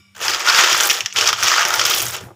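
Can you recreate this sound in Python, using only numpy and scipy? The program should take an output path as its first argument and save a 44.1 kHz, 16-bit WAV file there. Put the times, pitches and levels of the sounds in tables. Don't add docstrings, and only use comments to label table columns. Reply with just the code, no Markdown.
import sys
import numpy as np
from scipy import signal
from scipy.fft import rfft, irfft
from scipy.io import wavfile
from scipy.ndimage import uniform_filter1d

SR = 44100
rng = np.random.default_rng(int(sys.argv[2]) if len(sys.argv) > 2 else 0)


def inscribe(sig):
    pcm = np.round(np.clip(np.atleast_2d(sig).T, -1, 1) * 32767)
    wavfile.write(sys.argv[1], SR, pcm.astype(np.int16))


N = 103635
TIME = np.arange(N) / SR
RING_T60_S = 0.75

# frequency_hz, gain_db
BEAN_TONE = [(900, -31), (1900, -7.5), (2400, -3.5), (3200, 0.5), (4100, -2), (5200, 1), (6800, -0.5),
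             (8200, -8.5), (11000, -45), (16000, -39)]
SKIN_TONE = [(4000, -21), (7500, 4), (9000, -0.5), (12000, -1), (15000, 1), (16000, 3.5)]
# pitch_hz, width_hz, gain_db
RING_BANDS = [(1174, 61, -9.5), (1414, 61, -6.5), (2315, 97, 3), (2580, 27, -4), (2900, 96, -3),
              (3290, 120, -17), (3630, 180, -8), (5030, 180, -9), (5510, 190, -7), (6860, 400, -15.5),
              (7700, 300, -20)]


def from_db(db):
    return 10 ** (np.asarray(db) / 20)


def rms_one(x):
    return x / np.sqrt(np.mean(x ** 2) + 1e-20)


def unit_energy(x):
    return x / np.sqrt(np.sum(x ** 2) + 1e-20)


def in_time(rows):
    times, *columns = np.transpose(rows)
    return [np.interp(TIME, times, column) for column in columns]


def add(out, start_s, sound):
    i = int(start_s * SR)
    out[i:i + len(sound)] += sound[:N - i]


def coloured(x, points, size=4096):
    hz, db = np.transpose(points)
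    grid_hz = np.maximum(np.arange(size // 2 + 1) * SR / size, 1)
    gain = from_db(np.interp(np.log(grid_hz), np.log(hz), db))
    cepstrum = irfft(np.log(gain))
    cepstrum[1:size // 2] *= 2
    cepstrum[size // 2 + 1:] = 0
    return signal.oaconvolve(x, irfft(np.exp(rfft(cepstrum))))[:len(x)]


def evened(x, window_s=0.056):
    width = int(window_s * SR)
    power = uniform_filter1d(uniform_filter1d(x ** 2, width), width)
    return x / np.sqrt(np.abs(power) + np.mean(x ** 2) / 1000)


def background(hum_hz=196, settle=2048):
    # frequency_hz, gain_db
    hiss_tone = [(30, -20), (200, -11), (600, -20), (2500, -14), (6000, -24), (9000, -21), (16000, -32)]
    ring = np.zeros(N)
    for hz, width_hz, db in RING_BANDS:
        b, a = signal.iirpeak(hz, hz / width_hz, fs=SR)
        noise = rng.standard_normal(N + settle)
        ring += from_db(db) * signal.lfilter(b, a, signal.lfilter(b, a, noise))[settle:]
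    hiss = from_db(-65) * rms_one(coloured(rng.standard_normal(N), hiss_tone))
    hum = from_db(-58) * np.sin(2 * np.pi * hum_hz * TIME)
    return hiss + hum + rms_one(ring) * from_db(-51.5 - 60 * TIME / RING_T60_S)


def counter():
    # time_s, relative_db
    shifts = [(0.0, -45.5), (0.03, -64), (0.32, -46.5), (0.44, -67), (0.49, -54), (0.7, -77), (0.74, -41.5),
              (0.84, -61), (0.86, -51), (0.97, -66), (1.05, -44), (1.09, -75), (1.16, -44), (1.41, -47.5),
              (1.45, -36), (1.5, -66), (1.85, -39), (1.92, -57), (2.06, -34), (2.2, -49.5), (2.24, -33),
              (2.35, -54)]
    # frequency_hz, gain_db
    rumble_tone = [(25, -33), (70, -16.5), (95, 3), (118, 2), (150, -13), (250, -17.5), (600, -40)]
    shift_db, = in_time(shifts)
    return from_db(shift_db - 1) * evened(coloured(rng.standard_normal(N), rumble_tone))


def contact(hz, cycles, rebound_db, scatter_s=0.0071):
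    t = TIME[:1024]
    rebounds = rng.standard_normal(len(t)) * np.exp(-(t / scatter_s) ** 2)
    strikes = from_db(rebound_db) * unit_energy(rebounds)
    strikes[0] += 1
    ring = np.sin(2 * np.pi * hz * t) * from_db(-60 * t * hz / cycles)
    return unit_energy(signal.fftconvolve(ring, strikes)[:len(t)])


def patter(clicks, low_hz, high_hz, cycles, spread_db=3, count=80):
    dealt = rng.integers(0, count, N)
    clicks = clicks * from_db(spread_db * np.clip(rng.standard_normal(N), -2, 2))
    rings = [contact(hz, cycles, rebound_db=0.5) for hz in np.linspace(low_hz, high_hz, count)]
    out = np.zeros(N)
    for i in np.flatnonzero(clicks):
        add(out, i / SR, clicks[i] * rings[dealt[i]])
    return out


def bowl(knocks):
    # pitch_hz, width_hz, gain_db
    wall_modes = [(690, 14, 8.5), (814, 14, 0), (892, 28, 2), (985, 26, -5), (1230, 84, -3), (1415, 26, -1),
                  (1550, 38, -5.5), (1808, 26, -1.5)]
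    # frequency_hz, gain_db
    wall_tone = [(120, -47.5), (350, -28), (600, -9.5), (750, -9), (1000, -2.5), (1300, 2.5), (1600, 1),
                 (2000, 1), (2600, -2), (5000, -44.5)]
    rings = sum(from_db(db) * signal.lfilter(*signal.iirpeak(hz, hz / width_hz, fs=SR), knocks)
                for hz, width_hz, db in wall_modes)
    return coloured(knocks + from_db(-2) * rings, wall_tone)


def rattle(start_s=0.148, peak_contacts_per_s=1800, rate_follows=0.4):
    # time_s, shuffle_db, knock_db, clack_db, tick_db
    stir = [(0.15, -65, -41.5, -39, -52), (0.17, -50, -36.5, -37.5, -47), (0.2, -39.5, -33, -35, -44),
            (0.23, -37, -29.5, -22, -38), (0.26, -41, -21.5, -22, -35), (0.31, -33.5, -25, -21, -34.5),
            (0.35, -37, -22.5, -20.5, -37.5), (0.38, -43.5, -29, -28.5, -45), (0.44, -37, -26, -26, -42.5),
            (0.48, -33.5, -16.5, -16.5, -33), (0.52, -36, -19.5, -18.5, -36.5),
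            (0.56, -31, -15.5, -14, -29.5), (0.6, -31, -13, -11.5, -29), (0.65, -29, -16, -16, -33),
            (0.7, -36, -19, -15.5, -32.5), (0.78, -33.5, -22, -19, -32), (0.86, -30.5, -21.5, -19.5, -25.5),
            (0.92, -36, -28.5, -21.5, -31.5), (0.96, -37.5, -28.5, -22.5, -35),
            (1.0, -45, -31.5, -30, -41.5), (1.04, -49, -39.5, -37, -54), (1.09, -69, -44, -40, -58),
            (1.12, -68, -58, -40, -72), (1.15, -48, -34, -36, -42), (1.17, -36, -23, -15.5, -35.5),
            (1.24, -30.5, -22, -19.5, -35.5), (1.29, -40, -18.5, -14.5, -32), (1.32, -38, -31, -27.5, -44),
            (1.36, -53, -29.5, -27.5, -49), (1.41, -37.5, -27, -24.5, -36.5),
            (1.45, -36.5, -21, -15.5, -30.5), (1.52, -37, -18, -17, -34.5), (1.6, -38, -16.5, -18, -34.5),
            (1.66, -32.5, -23, -23.5, -40), (1.76, -34.5, -21, -22.5, -33), (1.82, -32, -26, -21, -38),
            (1.9, -35.5, -25, -17, -32.5), (2.0, -35, -30, -22, -26), (2.05, -37.5, -32, -27, -32),
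            (2.11, -47.5, -35, -31.5, -35.5), (2.15, -38, -30.5, -26.5, -39), (2.2, -44.5, -42, -38.5, -57),
            (2.26, -43, -44.5, -57, -54.5), (2.34, -47, -54, -85, -87)]
    # frequency_hz, gain_db
    shuffle_tone = [(120, -30), (260, -21), (340, 0.5), (420, -0.5), (520, 1.5), (680, 3), (850, 4),
                    (1400, -37.5)]
    shuffle_db, knock_db, clack_db, tick_db = in_time(stir)
    contacts_per_s = peak_contacts_per_s * from_db(rate_follows * (clack_db - clack_db.max()))
    touches = rng.random(N) < contacts_per_s / SR
    strength = from_db(2.5 * np.minimum(rng.exponential(1, N), 4))
    clicks = touches * strength * rng.choice([-1, 1], N)
    shuffle = coloured(patter(clicks, 314, 790, cycles=4.7), shuffle_tone)
    knocks = bowl(patter(clicks, 680, 2260, cycles=6.5))
    low_mode = patter(clicks, 2160, 3840, cycles=11)
    high_mode = patter(clicks, 4420, 7190, cycles=11)
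    clacks = coloured(low_mode + from_db(0.5) * high_mode, BEAN_TONE)
    ticks = coloured(patter(clicks, 7800, 16800, cycles=10, spread_db=2.5), SKIN_TONE)
    parts = [(shuffle, shuffle_db), (knocks, knock_db - 1.32),
             (clacks, clack_db - 1.18), (ticks, tick_db + 2)]
    onset = np.clip((TIME - start_s) / .005, 0, 1)
    return onset * sum(from_db(db) * evened(part) for part, db in parts)


def hard_clacks(cycles=13.6, pair_split=0.055, tick_hz=11600, lag_s=0.001017):
    # time_s, level_db,
    # knock_db, low_db, high_db, tick_db, knock_hz, low_hz, high_hz, rebound_db
    hits = [(0.281, -0.5, -18, -17.5, -12, -35, 1600, 3160, 5000, -5),
            (0.3345, -4, -14.5, -18.5, -16, -40, 1610, 2880, 4870, 7),
            (0.346, -9.5, -31, -12, -11, -35, 1470, 3030, 4900, 0),
            (0.403, -8.5, -11, -13, -16, -24, 1260, 2590, 5500, 7),
            (0.4723, -3.5, -3, -19, -24, -34, 1410, 3640, 5070, 0),
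            (0.4857, -4, -3, -10, -7.5, -22, 1420, 3510, 4530, 5),
            (0.4961, 0, -7.5, -8.5, -10, -33, 1220, 2220, 5050, 8),
            (0.5463, 0.5, -12, -16, -13.5, -37, 1570, 2820, 4600, -1),
            (0.5881, 0.5, -5, -19, -15, -26, 1610, 2950, 6300, 2),
            (0.6102, -0.5, -7.5, -11, -15, -32, 1820, 2170, 6260, -3),
            (0.6419, -2, -10, -9.5, -15, -27, 1600, 3160, 4950, 6.5),
            (0.7276, -2, -22, -10, -9.5, -22, 1850, 3060, 5530, 0),
            (0.7453, -4, -6, -21, -34, -32, 1210, 2840, 5670, -6),
            (0.8006, -4.5, -8, -6.5, -11, -32, 1770, 3300, 5700, 6),
            (0.8068, 2, -12.5, -24, -12.5, -24, 1440, 2770, 7100, -3),
            (0.8336, -4, -34, -21, -10.5, -16, 1460, 3070, 6030, 1),
            (0.8976, -0.5, -21, -9.5, -12, -26, 1880, 2800, 5560, 2),
            (0.9025, -6, -23, -4, -7.5, -20, 1390, 2950, 5600, 16),
            (0.9118, 0, -12, -15, -15, -23, 1820, 2690, 5740, -2),
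            (1.0059, -5.5, -34, -9, -14, -30, 1270, 2860, 5700, -2),
            (1.059, -3.5, -15.5, -15.5, -13, -32, 1830, 3050, 5600, -1.5),
            (1.1252, -24.5, -11, -5.5, -3.5, -31, 1900, 2960, 6030, -4),
            (1.1602, -2.5, -17, -12, -17.5, -34, 1990, 2840, 5300, 4),
            (1.185, -3.5, -23, -9.5, -18, -26, 1440, 3260, 5740, 1),
            (1.2099, -1.5, -21, -9.5, -10, -28, 1340, 2720, 5350, -4),
            (1.273, 0.5, -15.5, -27, -8.5, -28, 1320, 3700, 5840, 2),
            (1.29, 0.5, -13.5, -22, -13.5, -37, 1260, 3030, 5460, -1),
            (1.3282, 5.5, -18.5, -21, -27, -35.5, 1330, 3270, 5450, 3),
            (1.4264, 1, -13.5, -13.5, -20, -36, 1490, 2120, 5480, -1),
            (1.4323, -0.5, -28, -22, -13.5, -17, 1230, 2250, 5830, -7),
            (1.482, 3, -15.5, -16, -13.5, -38, 1260, 2280, 5600, -10),
            (1.493, -8, -18, -30, -9.5, -27, 1330, 3560, 5750, -2),
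            (1.516, -1, -6.5, -33, -13.5, -30, 1230, 3480, 4770, -5),
            (1.5799, -1.5, -6, -16, -15, -36, 1300, 2620, 4700, 4),
            (1.6225, -4.5, -7, -20.5, -25, -35, 1210, 3540, 5940, -13),
            (1.6289, -5.5, -15, -10, -17, -35, 1550, 2900, 5560, 0),
            (1.6507, -3, -13, -18, -11.5, -28.5, 1200, 3530, 5400, -5),
            (1.7045, -9, -3.5, -15, -15, -20, 1440, 3300, 4800, -9),
            (1.7393, -3, -8.5, -18, -12, -21, 1396, 3600, 5640, -6),
            (1.7933, -8.5, -4.5, -4.5, -6, -16, 1330, 3400, 5640, 7),
            (1.813, -1.5, -9, -11.5, -12, -41, 1320, 2380, 5500, 2),
            (1.8511, -1.5, -15.5, -16, -9.5, -19, 1350, 3470, 5700, 5),
            (1.9104, -4, -11.5, -11, -27, -26, 1410, 3650, 5950, 1),
            (1.936, -5.5, -28, -9, -15, -30, 1460, 3180, 5360, 7),
            (2.002, -8.5, -30, -12, -9.5, -26, 1230, 2870, 6000, -2),
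            (2.065, -15, -8, -23, -6, -24, 1390, 2810, 6860, -5),
            (2.1449, -15, -38, -8, -21, -15, 1200, 2940, 5570, 3)]
    # time_s, relative_db, pitch_hz
    snaps = [(0.2528, -13, 8100), (0.3167, -21, 15400), (0.395, -17.5, 10600), (0.7767, -7.5, 10200),
             (0.8535, -4, 8100), (0.8708, 4.5, 13400), (0.9304, -12, 14400), (1.1368, -24, 8600),
             (1.684, -10, 12600), (1.753, -5, 14200), (1.8637, -3, 13800), (1.898, 2, 15100),
             (1.9458, 2, 13500), (1.9624, -9, 14000), (1.9847, -6, 10300), (2.017, -6, 10200),
             (2.024, 1, 14200), (2.0548, -7, 12100), (2.083, -11, 8430), (2.108, -13.5, 8600),
             (2.137, -14, 14200), (2.165, -17.5, 8330), (2.2099, -29, 8100)]
    knocks, clacks, ticks = np.zeros((3, N))
    for time_s, db, knock_db, low_db, high_db, tick_db, knock_hz, low_hz, high_hz, rebound_db in hits:
        start_s = time_s + lag_s
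        wall_db, bean_db = db + 16.5, db + 24
        add(knocks, start_s, from_db(wall_db + knock_db) * contact(knock_hz, cycles, rebound_db))
        pair = sum(contact(low_hz * (1 + side * pair_split), cycles, rebound_db) for side in (-1, 1))
        add(clacks, start_s, from_db(bean_db + low_db) * unit_energy(pair))
        add(clacks, start_s, from_db(bean_db + high_db) * contact(high_hz, cycles, rebound_db))
        tick = contact(tick_hz, cycles=2, rebound_db=rebound_db)
        add(ticks, start_s, from_db(bean_db + tick_db) * tick)
    for time_s, db, hz in snaps:
        add(ticks, time_s + lag_s, from_db(db + 9.5) * contact(hz, cycles=4.6, rebound_db=-6.5))
    return bowl(knocks) + coloured(clacks, BEAN_TONE) + coloured(ticks, SKIN_TONE)


def kitchen(beans, t60_s=0.29, delay_s=0.0058, level_db=-14):
    # frequency_hz, gain_db
    tail_tone = [(200, 8.5), (1300, 4.5), (2800, 0.5), (3500, 3), (4400, -1), (5500, 1.5), (7000, -1.5),
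                 (15000, -1.5)]
    t = TIME[:SR // 2]
    tail = rng.standard_normal(len(t)) * from_db(-60 * t / t60_s) * (t > delay_s)
    return from_db(level_db) * signal.fftconvolve(beans, unit_energy(coloured(tail, tail_tone)))[:N]


def lingering_ring(beans, gain_db=-7):
    width_hz = np.log(1000) / (np.pi * RING_T60_S)
    bands = [signal.iirpeak(hz, hz / width_hz, fs=SR) for hz, _, _ in RING_BANDS]
    return from_db(gain_db) * sum(signal.lfilter(b, a, beans) for b, a in bands)


def thuds_and_cracks():
    # start_s, relative_db
    thuds = [(0.588, -12), (0.899, -17), (1.33, -3.5), (1.6516, -3)]
    # frequency_hz, gain_db
    thud_tone = [(20, -4), (60, -12), (200, 1), (400, -14), (1000, -40)]
    crack_tone = [(200, -15), (1200, 12), (6000, 2.5), (9000, -6)]
    impulses = np.zeros(N)
    for start_s, db in thuds:
        add(impulses, start_s, from_db([db + 11]))
    return coloured(impulses, thud_tone) + coloured(impulses, crack_tone)


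def scene():
    beans = rattle() + hard_clacks()
    return (beans + kitchen(beans) + lingering_ring(beans)
            + counter() + thuds_and_cracks() + background())[None]


def record(dry):
    overload, cutoff_hz = 0.9, 15500
    rounded = dry / (1 + (dry / overload) ** 4) ** .25
    return signal.sosfilt(signal.ellip(12, .1, 80, cutoff_hz, fs=SR, output="sos"), rounded)


dry = scene()
out = record(dry)
inscribe(out)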